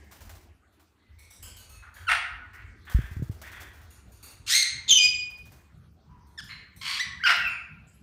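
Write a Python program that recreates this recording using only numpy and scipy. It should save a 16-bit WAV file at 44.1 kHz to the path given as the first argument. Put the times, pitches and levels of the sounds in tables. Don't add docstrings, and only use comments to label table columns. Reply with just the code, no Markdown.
import sys
import numpy as np
from scipy import signal
from scipy.fft import rfft, irfft, next_fast_len
from scipy.io import wavfile
from scipy.ndimage import uniform_filter1d

SR = 44100
rng = np.random.default_rng(int(sys.argv[2]) if len(sys.argv) > 2 else 0)


def bounce(signal):
    frames = np.transpose(np.atleast_2d(signal))
    limited = np.clip(frames, -1, 1)
    pcm = np.round(limited * 32767).astype(np.int16)
    wavfile.write(sys.argv[1], SR, pcm)


N = 353682


def amp(db):
    return 10 ** (np.asarray(db) / 20)


def rms_one(x):
    return x / np.sqrt(np.mean(x ** 2) + 1e-20)


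def at_hz(points, hz):
    points = np.array(points)
    return np.interp(np.log(hz), np.log(points[:, 0]), points[:, 1])


def level(rows):
    s, db = np.transpose(rows)
    return amp(np.interp(np.arange(N) / SR, s, db, left=-200, right=-200))


def wander(size, rate_hz, count=1):
    r = np.exp(-2 * np.pi * rate_hz / SR)
    run_in = round(SR / rate_hz)
    noise = rng.standard_normal((count, size + run_in))
    smooth = rms_one(signal.lfilter([1], [1, -2 * r, r * r], noise))
    return smooth[:, run_in:].squeeze()


def coloured(spectrum):
    hz = np.maximum(np.fft.rfftfreq(N, 1 / SR), 1)
    return rms_one(irfft(rfft(rng.standard_normal(N)) * amp(at_hz(spectrum, hz)), N))


def ring(x, hz, t60):
    r, w = amp(-60 / (t60 * SR)), 2 * np.pi * hz / SR
    return signal.lfilter([0, np.sin(w)], [1, -2 * r * np.cos(w), r * r], x)


def add(out, s, x):
    i = round(s * SR)
    out[i:i + len(x)] += x[:N - i]


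# hz, density_db
HISS_COLOUR = [(120, -25), (200, 0.5), (588, -12), (1390, -11), (3280, -19.5), (4390, -19.5), (4810, -23),
               (12900, -33), (15800, -32)]
# time_s, level_db
HISS_LEVEL = [(0, -60), (.6, -70.5), (1.3, -69.5), (4, -64), (5.6, -64.5), (5.9, -70), (8.02, -69.5)]


def hiss():
    out, noise = 0, rfft(coloured(HISS_COLOUR))
    hz = np.maximum(np.fft.rfftfreq(N, 1 / SR), 100)
    band = np.floor(2 * np.log2(hz / 100))
    for k in np.unique(band):
        patches = np.repeat(wander(N // 50 + 1, rate_hz=300), 50)[:N]
        swell = amp(4 * uniform_filter1d(patches, size=50))
        out = out + irfft(noise * (band == k), N) * swell
    return level(HISS_LEVEL) * out


# time_s, level_db
RUMBLE_LEVEL = [(0, -55), (.45, -56), (.6, -64), (1.05, -68.5), (1.3, -73), (3.4, -48), (4, -59.5),
                (8.02, -61.5)]
# hz, density_db
RUMBLE_COLOUR = [(13, -48.5), (22, -38), (70, 15.5), (119, -3), (265, -9.5), (300, -10), (450, -11),
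                 (580, -48.5), (990, -120)]
# first_s, end_s, period_s, level_db
THROB_RUNS = [(0.195, .3, .3, -41.5), (1.087, 1.2, .3, -47.5), (1.389, 2.8, 0.3, -42.5),
              (3.52, 4.5, 0.27, -46.5), (4.705, 6.9, .34, -46.5), (7.05, 8, .315, -45)]
# time_s, edge_hz
THROB_TOP = [(0, 95), (4, 105), (4.7, 145), (6, 183), (8.02, 195)]
THROB_BOTTOM_HZ, THROB_RISE_S, THROB_T60_S = 45, .026, .94


def rumble():
    out, t = level(RUMBLE_LEVEL) * coloured(RUMBLE_COLOUR), np.arange(SR // 2) / SR
    for first, end, period, db in THROB_RUNS:
        swell = (1 - np.exp(-t / THROB_RISE_S)) * amp(db - 60 * t / THROB_T60_S)
        for s in np.arange(first, end, period):
            top_hz = np.interp(s, *np.transpose(THROB_TOP))
            band = signal.butter(4, [THROB_BOTTOM_HZ, top_hz], "band", fs=SR, output="sos")
            settled = signal.sosfilt(band, rng.standard_normal(SR))[SR // 2:]
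            add(out, s, rms_one(settled) * swell)
    return out


# start_s, peak_db, swing_hz
PUFFS = [(2.946, -10.5, 56.5), (2.988, -20, 116), (3.038, -32, 58.5), (3.113, -32, 76), (3.166, -25.5, 85),
         (3.195, -26.5, 91.5), (3.222, -20, 123), (3.296, -23.5, 98)]
PUFF_T60_CYCLES = 7.5


def draught():
    out = np.zeros(N)
    for s, db, hz in PUFFS:
        push = np.zeros(SR // 4)
        push_length = round(.3 * SR / hz)
        push[:push_length] = np.hanning(push_length)
        swing = ring(np.gradient(push), hz, PUFF_T60_CYCLES / hz)
        add(out, s, amp(db) * swing / abs(swing).max())
    return out


# hz, density_db
FEATHERS = [(250, -21.5), (600, -2.5), (1500, -5), (3000, -11), (6000, -11), (10500, -15), (13000, -14),
            (15800, -7)]
# start_s, level_db
STROKES = [(.039, -61), (0.112, -45), (0.206, -46), (0.294, -46), (.409, -62), (.724, -67), (.795, -60),
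           (1.956, -54.5), (2.014, -55), (2.533, -52), (2.851, -57), (2.898, -39), (3.016, -48.5),
           (3.109, -50), (3.225, -51.5), (3.312, -49.5), (3.416, -42.5), (3.516, -45.5), (3.601, -46),
           (3.733, -52), (3.815, -55.5), (4.241, -57), (4.3, -50.5), (5.301, -56), (5.374, -56.5),
           (5.453, -51.5), (5.519, -52.5), (5.606, -76.5)]
STROKE_RISE_S, STROKE_T60_S, UPSTROKE_DB = .0096, .23, -11.5
SNAP_DB, SNAP_T60_S = -5, .053
FLIGHT_GAP_MIN_S, FLIGHT_GAP_MAX_S = .08, .14


def wings():
    envelope, t = np.zeros(N), np.arange(SR // 4) / SR
    snap = amp(SNAP_DB - 60 * t / SNAP_T60_S)
    stroke = (1 - np.exp(-t / STROKE_RISE_S)) * amp(-60 * t / STROKE_T60_S) + snap
    for (s, db), (next_s, _) in zip(STROKES, STROKES[1:] + [(np.inf, 0)]):
        add(envelope, s, amp(db) * stroke)
        if FLIGHT_GAP_MIN_S < next_s - s < FLIGHT_GAP_MAX_S:
            add(envelope, (s + next_s) / 2, amp(db + UPSTROKE_DB) * stroke)
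    flicker = amp(1.7 * wander(N, rate_hz=40))
    return envelope * flicker * coloured(FEATHERS)


# start_s, peak_db, wire_constant_hz
PINGS = [(1.186, -45, 199), (1.302, -40, 195.6), (1.424, -32.5, 258.6), (1.564, -38.5, 226),
         (1.691, -40.5, 221), (1.938, -44, 228.5), (3.902, -45.5, 229), (4.117, -48, 228),
         (4.226, -34.5, 226), (5.77, -64.5, 211.5), (6.266, -58.5, 214.4), (6.435, -44.5, 234.2),
         (6.76, -42, 205), (7.875, -62.5, 252)]
SCRATCH_RISE_S, SCRATCH_FADE_S, WIRE_T60_S = .0031, .044, .008
WIRE_CRACK_DB, WIRE_LOUD_HZ, WIRE_SLOPE_DB = 14, 8050, 6


def wires():
    out, t = np.zeros(N), np.arange(SR // 4) / SR
    scratch_shape = (1 - np.exp(-t / SCRATCH_RISE_S)) * np.exp(-t / SCRATCH_FADE_S)
    for s, db, wire_hz in PINGS:
        scratch = rng.standard_normal(len(t)) * scratch_shape
        ping = amp(WIRE_CRACK_DB) * np.diff(scratch, prepend=0)
        for hz in wire_hz * (np.arange(2, 8) + .5) ** 2:
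            mode_db = rng.normal(0, 2) - WIRE_SLOPE_DB * abs(np.log2(hz / WIRE_LOUD_HZ))
            ping = ping + amp(mode_db) * ring(scratch, hz, WIRE_T60_S)
        add(out, s, amp(db) * ping / abs(ping).max())
    return out


def syrinx(pitch, rough):
    size, order = len(pitch), np.arange(1, 24)[:, None]
    shaken = pitch * (1 + .0785 * rough * wander(size, rate_hz=300))
    cycle = 2 * np.pi * np.cumsum(shaken) / SR
    phase = order * cycle + .7 * order ** 2
    blur = wander(size, rate_hz=450, count=46)
    blurred = blur[:23] * np.sin(phase) + blur[23:] * np.cos(phase)
    share = np.clip(rough * (1 + .17 * (order - 1)), 0, 1)
    lines = (1 - share) * np.sin(phase) + share * blurred
    return (lines * (order * pitch < .4 * SR)).sum(axis=0)


# hz, gain_db
THROAT = [(600, 5), (1400, 7), (2800, 1), (5300, -3), (7500, -7), (8600, -3.5), (10500, -11),
          (15000, -12.5)]
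LEAK_DB = -43.5


def throat_and_beak(buzz, colour, lowest_hz):
    peak_hz, above_db, below_db, beak_hz, beak_db, _ = colour
    hz = np.maximum(np.fft.rfftfreq(len(buzz), 1 / SR), 1)
    octaves = np.log2(hz / peak_hz)
    slopes_db = below_db * np.minimum(octaves, 0) - above_db * np.maximum(octaves, 0)
    resonance_db = beak_db * np.exp(-(np.log2(hz / beak_hz) / .14) ** 2)
    throat_db = at_hz(THROAT, hz) + slopes_db + resonance_db
    radiated = 1 / (1 + (.8 * lowest_hz / hz) ** 6)
    return irfft(rfft(buzz) * (amp(throat_db) + amp(LEAK_DB)) * radiated, len(buzz))


RASP_DB, RASP_HZ, RASP_FULL_AT = 3.5, 126.6, .12


def call(colour, rows):
    s, *columns = np.transpose(rows)
    t = np.arange(s[0], s[-1], 1 / SR)
    pitch, db, rough = [np.interp(t, s, c) for c in columns]
    rough = np.clip(rough, 0, 1)
    voice = throat_and_beak(syrinx(pitch, rough), colour, pitch.min())
    evened = voice / np.sqrt(uniform_filter1d(voice ** 2, size=SR // 50) + 1e-12)
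    fade = np.clip(np.minimum(t - s[0], s[-1] - t) / .003, 0, 1)
    rasp_depth_db = RASP_DB * np.clip(rough / RASP_FULL_AT, 0, 1)
    rasp_db = rasp_depth_db * np.tanh(wander(len(t), rate_hz=RASP_HZ))
    return evened * amp(db + rasp_db) * fade


FAR_ATTACK_S, FAR_RISE_DB, FAR_FALL_DB_PER_S, FAR_SAG_PER_S = .015, 7.5, 35, .2
FAR_ABOVE_DB, FAR_BELOW_DB, BEAK_OVER_THROAT, FAR_DIRECT_DB = 21.5, 15.5, 1.9, -1


def far_call(s, length, pitch, db, rough, throat_hz, beak_db):
    beak_hz = BEAK_OVER_THROAT * throat_hz
    colour = throat_hz, FAR_ABOVE_DB, FAR_BELOW_DB, beak_hz, beak_db, FAR_DIRECT_DB
    end_pitch = pitch * (1 - FAR_SAG_PER_S * length)
    end_db = db - FAR_FALL_DB_PER_S * length
    return colour, [(s, pitch, db - FAR_RISE_DB, rough),
                    (s + FAR_ATTACK_S, pitch, db, rough),
                    (s + length, end_pitch, end_db, rough)]


# time_s, pitch_hz, level_db, roughness (held to 0-1)
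NEAR_CALLS = [ ((2460, 18, 1.5, 9400, 20, 3.5), [(2.068, 1486, -38.5, .1), (2.076, 1544, -42, 0),
              (2.084, 1402, -29, .1), (2.096, 1310, -25, 0.3)]), ((1850, 14, 11.8, 9300, 14, 2.8),
              [(2.092, 683, -15, 0.34), (2.097, 714, -25, 0.38), (2.122, 701.3, -23.5, 0.44),
              (2.19, 700, -40, 0.56)]), ((4040, 7.6, 11.2, 6700, 4.2, 0.54), [(4.463, 1301, -47, 0.3),
              (4.485, 1394, -30.5, 1), (4.53, 2038, -22.5, 0.47), (4.57, 2122, -19.5, .25),
              (4.61, 2144, -25, 0.09), (4.635, 2109, -24.5, 0.42)]), ((5160, 29, 3.7, 6720, 12.1, 3.8),
              [(4.878, 3820, -39, 1.05), (4.89, 3654, -24.5, 0.68), (4.902, 3513, -19, 0.25),
              (4.92, 3156, -15, 0.22), (4.95, 3070, -22, 0.12), (4.975, 2985, -20, 0.03),
              (4.995, 2913, -30, 0.3)]), ((4767.5, 32, 1.5, 7400, 11, 0), [(4.975, 2560, -33.5, 0.07),
              (4.99, 2474, -22.5, 0), (5.01, 2450, -22, 0), (5.058, 2465, -15, 0.06),
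              (5.075, 2512, -28, 0)]), ((4650, 12, 0.79, 5260, 7.5, 2.3), [(6.376, 1887, -41.5, .05),
              (6.383, 1773, -41.5, 0.1), (6.393, 1710, -39, 0.15), (6.41, 1357, -49, 0.5)]),
              ((3026, 9.5, 7, 4451, 7.5, -0.5), [(6.81, 1050, -51.5, .2), (6.815, 1095, -42.5, 0.31),
              (6.87, 1072, -32, 0.5), (6.92, 1115, -31, 0.38), (6.95, 1101, -34.5, 0.6),
              (6.985, 1184, -34.5, 0.24)]), ((2490, 11.7, 15, 5900, 5.1, 2.9), [(6.986, 1650, -50, .14),
              (6.997, 1787, -33, 0.2), (7.01, 2014, -28, 0), (7.055, 1922, -48, 0.1)]),
              ((2016.5, 22, 1, 3996.5, -13.5, 0.5), [(7.195, 1523, -54.5, 0.1), (7.205, 1630, -41.5, 0),
              (7.225, 2057, -42, 0.2), (7.24, 2320, -35, 0.2)]), ((2270, 19.7, 9.3, 5130, 23.3, 0.72),
              [(7.236, 1400, -22, 0.18), (7.244, 1633, -28.5, .05), (7.255, 1536, -19.5, .06),
              (7.263, 1406, -20, 0.31), (7.285, 1387, -19.5, .3)]), ((1800, 11.9, 13, 5197, 5.8, 2.3),
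              [(7.258, 702, -46, 0.4), (7.29, 701.5, -20.5, 0.5), (7.32, 664.7, -23.5, .47),
              (7.35, 661, -32.5, 0.72)]), ((2693, 27, 7, 14496, 61.5, -0.5), [(7.35, 2854, -40.5, 0.15),
              (7.45, 2688, -32, 0.13), (7.465, 2628, -25.5, 0.06), (7.5, 2134, -39, 0.09)]), ]
# start_s, length_s, pitch_hz, level_db, roughness (0-1), throat_peak_hz, beak_db
FAR_CALLS = [(1.017, 0.15, 2056, -74, 0.2, 2030, -8), (1.18, 0.094, 2250, -61, 0.42, 2200, 16),
             (1.44, .2, 1560, -64, .1, 1550, 0), (1.56, 0.094, 2980, -61.5, .2, 2950, -8),
             (1.69, 0.097, 1292, -65.5, .1, 1300, 13), (1.721, 0.11, 2607, -61.5, 0.12, 2610, -8),
             (1.822, 0.078, 727, -50.5, .7, 1500, -2), (1.95, 0.11, 785, -51, .6, 1720, 13),
             (2.405, 0.064, 1471, -49.5, .03, 1450, 2), (2.53, 0.11, 691, -50, .65, 1890, -24),
             (2.865, 0.073, 866, -46.5, .7, 1770, 13), (2.95, .12, 830.4, -48.5, 0.73, 1780, 13),
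             (3.428, .08, 881, -46, .8, 1915, 10), (3.523, 0.14, 854, -47.5, .7, 1800, 12),
             (4.87, 0.09, 497, -56.5, .6, 950, -9), (6.09, .27, 991, -60, .38, 1005, -12.5),
             (6.487, 0.055, 1044, -42, .65, 2190, 22), (7.483, .06, 2324, -56.5, 0.19, 7900, 0),
             (7.868, 0.036, 7480, -62, .6, 7350, -0.5), (7.935, 0.044, 11300, -68.5, 0.39, 11320, 0)]


def birds():
    direct, sent = np.zeros((2, N))
    for colour, rows in NEAR_CALLS + [far_call(*row) for row in FAR_CALLS]:
        voice, start = call(colour, rows), rows[0][0]
        add(direct, start, voice * amp(colour[-1]))
        add(sent, start, voice)
    return direct, sent


# hz, t60_s
ROOM_T60 = [(500, 0.66), (1300, 0.72), (3500, 0.51), (9000, 0.36), (15000, 0.066)]
ROOM_DB = -1.5


def aviary(x):
    size = next_fast_len(N + SR)
    hz = np.maximum(np.fft.rfftfreq(size, 1 / SR), 1)
    t60, answer = at_hz(ROOM_T60, hz), 0
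    for k, lag in enumerate(np.geomspace(.011, .053, 24)):
        loop = amp(-60 * lag / t60) * np.exp(-2j * np.pi * hz * lag)
        answer = answer + (-1) ** k * np.sqrt(lag / .6) * loop / (1 - loop)
    for lag in (.0013, .0031, .0057):
        delay = np.exp(-2j * np.pi * hz * lag)
        answer = answer * (delay - .6) / (1 - .6 * delay)
    return irfft(rfft(x, size) * answer, size)[:N]


def scene():
    direct, sent = birds()
    cage, flutter = wires(), wings()
    room = amp(ROOM_DB) * aviary(sent + amp(3) * cage + amp(-6.5) * flutter)
    near = direct + amp(-1.5) * cage + flutter
    return (near + room + draught() + rumble() + hiss())[None]


CEILING = .8
BEND = .054
CUTOFF_HZ = 16300


def record(dry):
    no_offset = signal.butter(2, 60, "high", fs=SR, output="sos")
    bent = dry + signal.sosfilt(no_offset, BEND * dry ** 2)
    rounded = CEILING * np.tanh(bent / CEILING)
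    return signal.sosfilt(signal.cheby2(14, 70, CUTOFF_HZ, fs=SR, output="sos"), rounded)


dry = scene()
out = record(dry)
bounce(out)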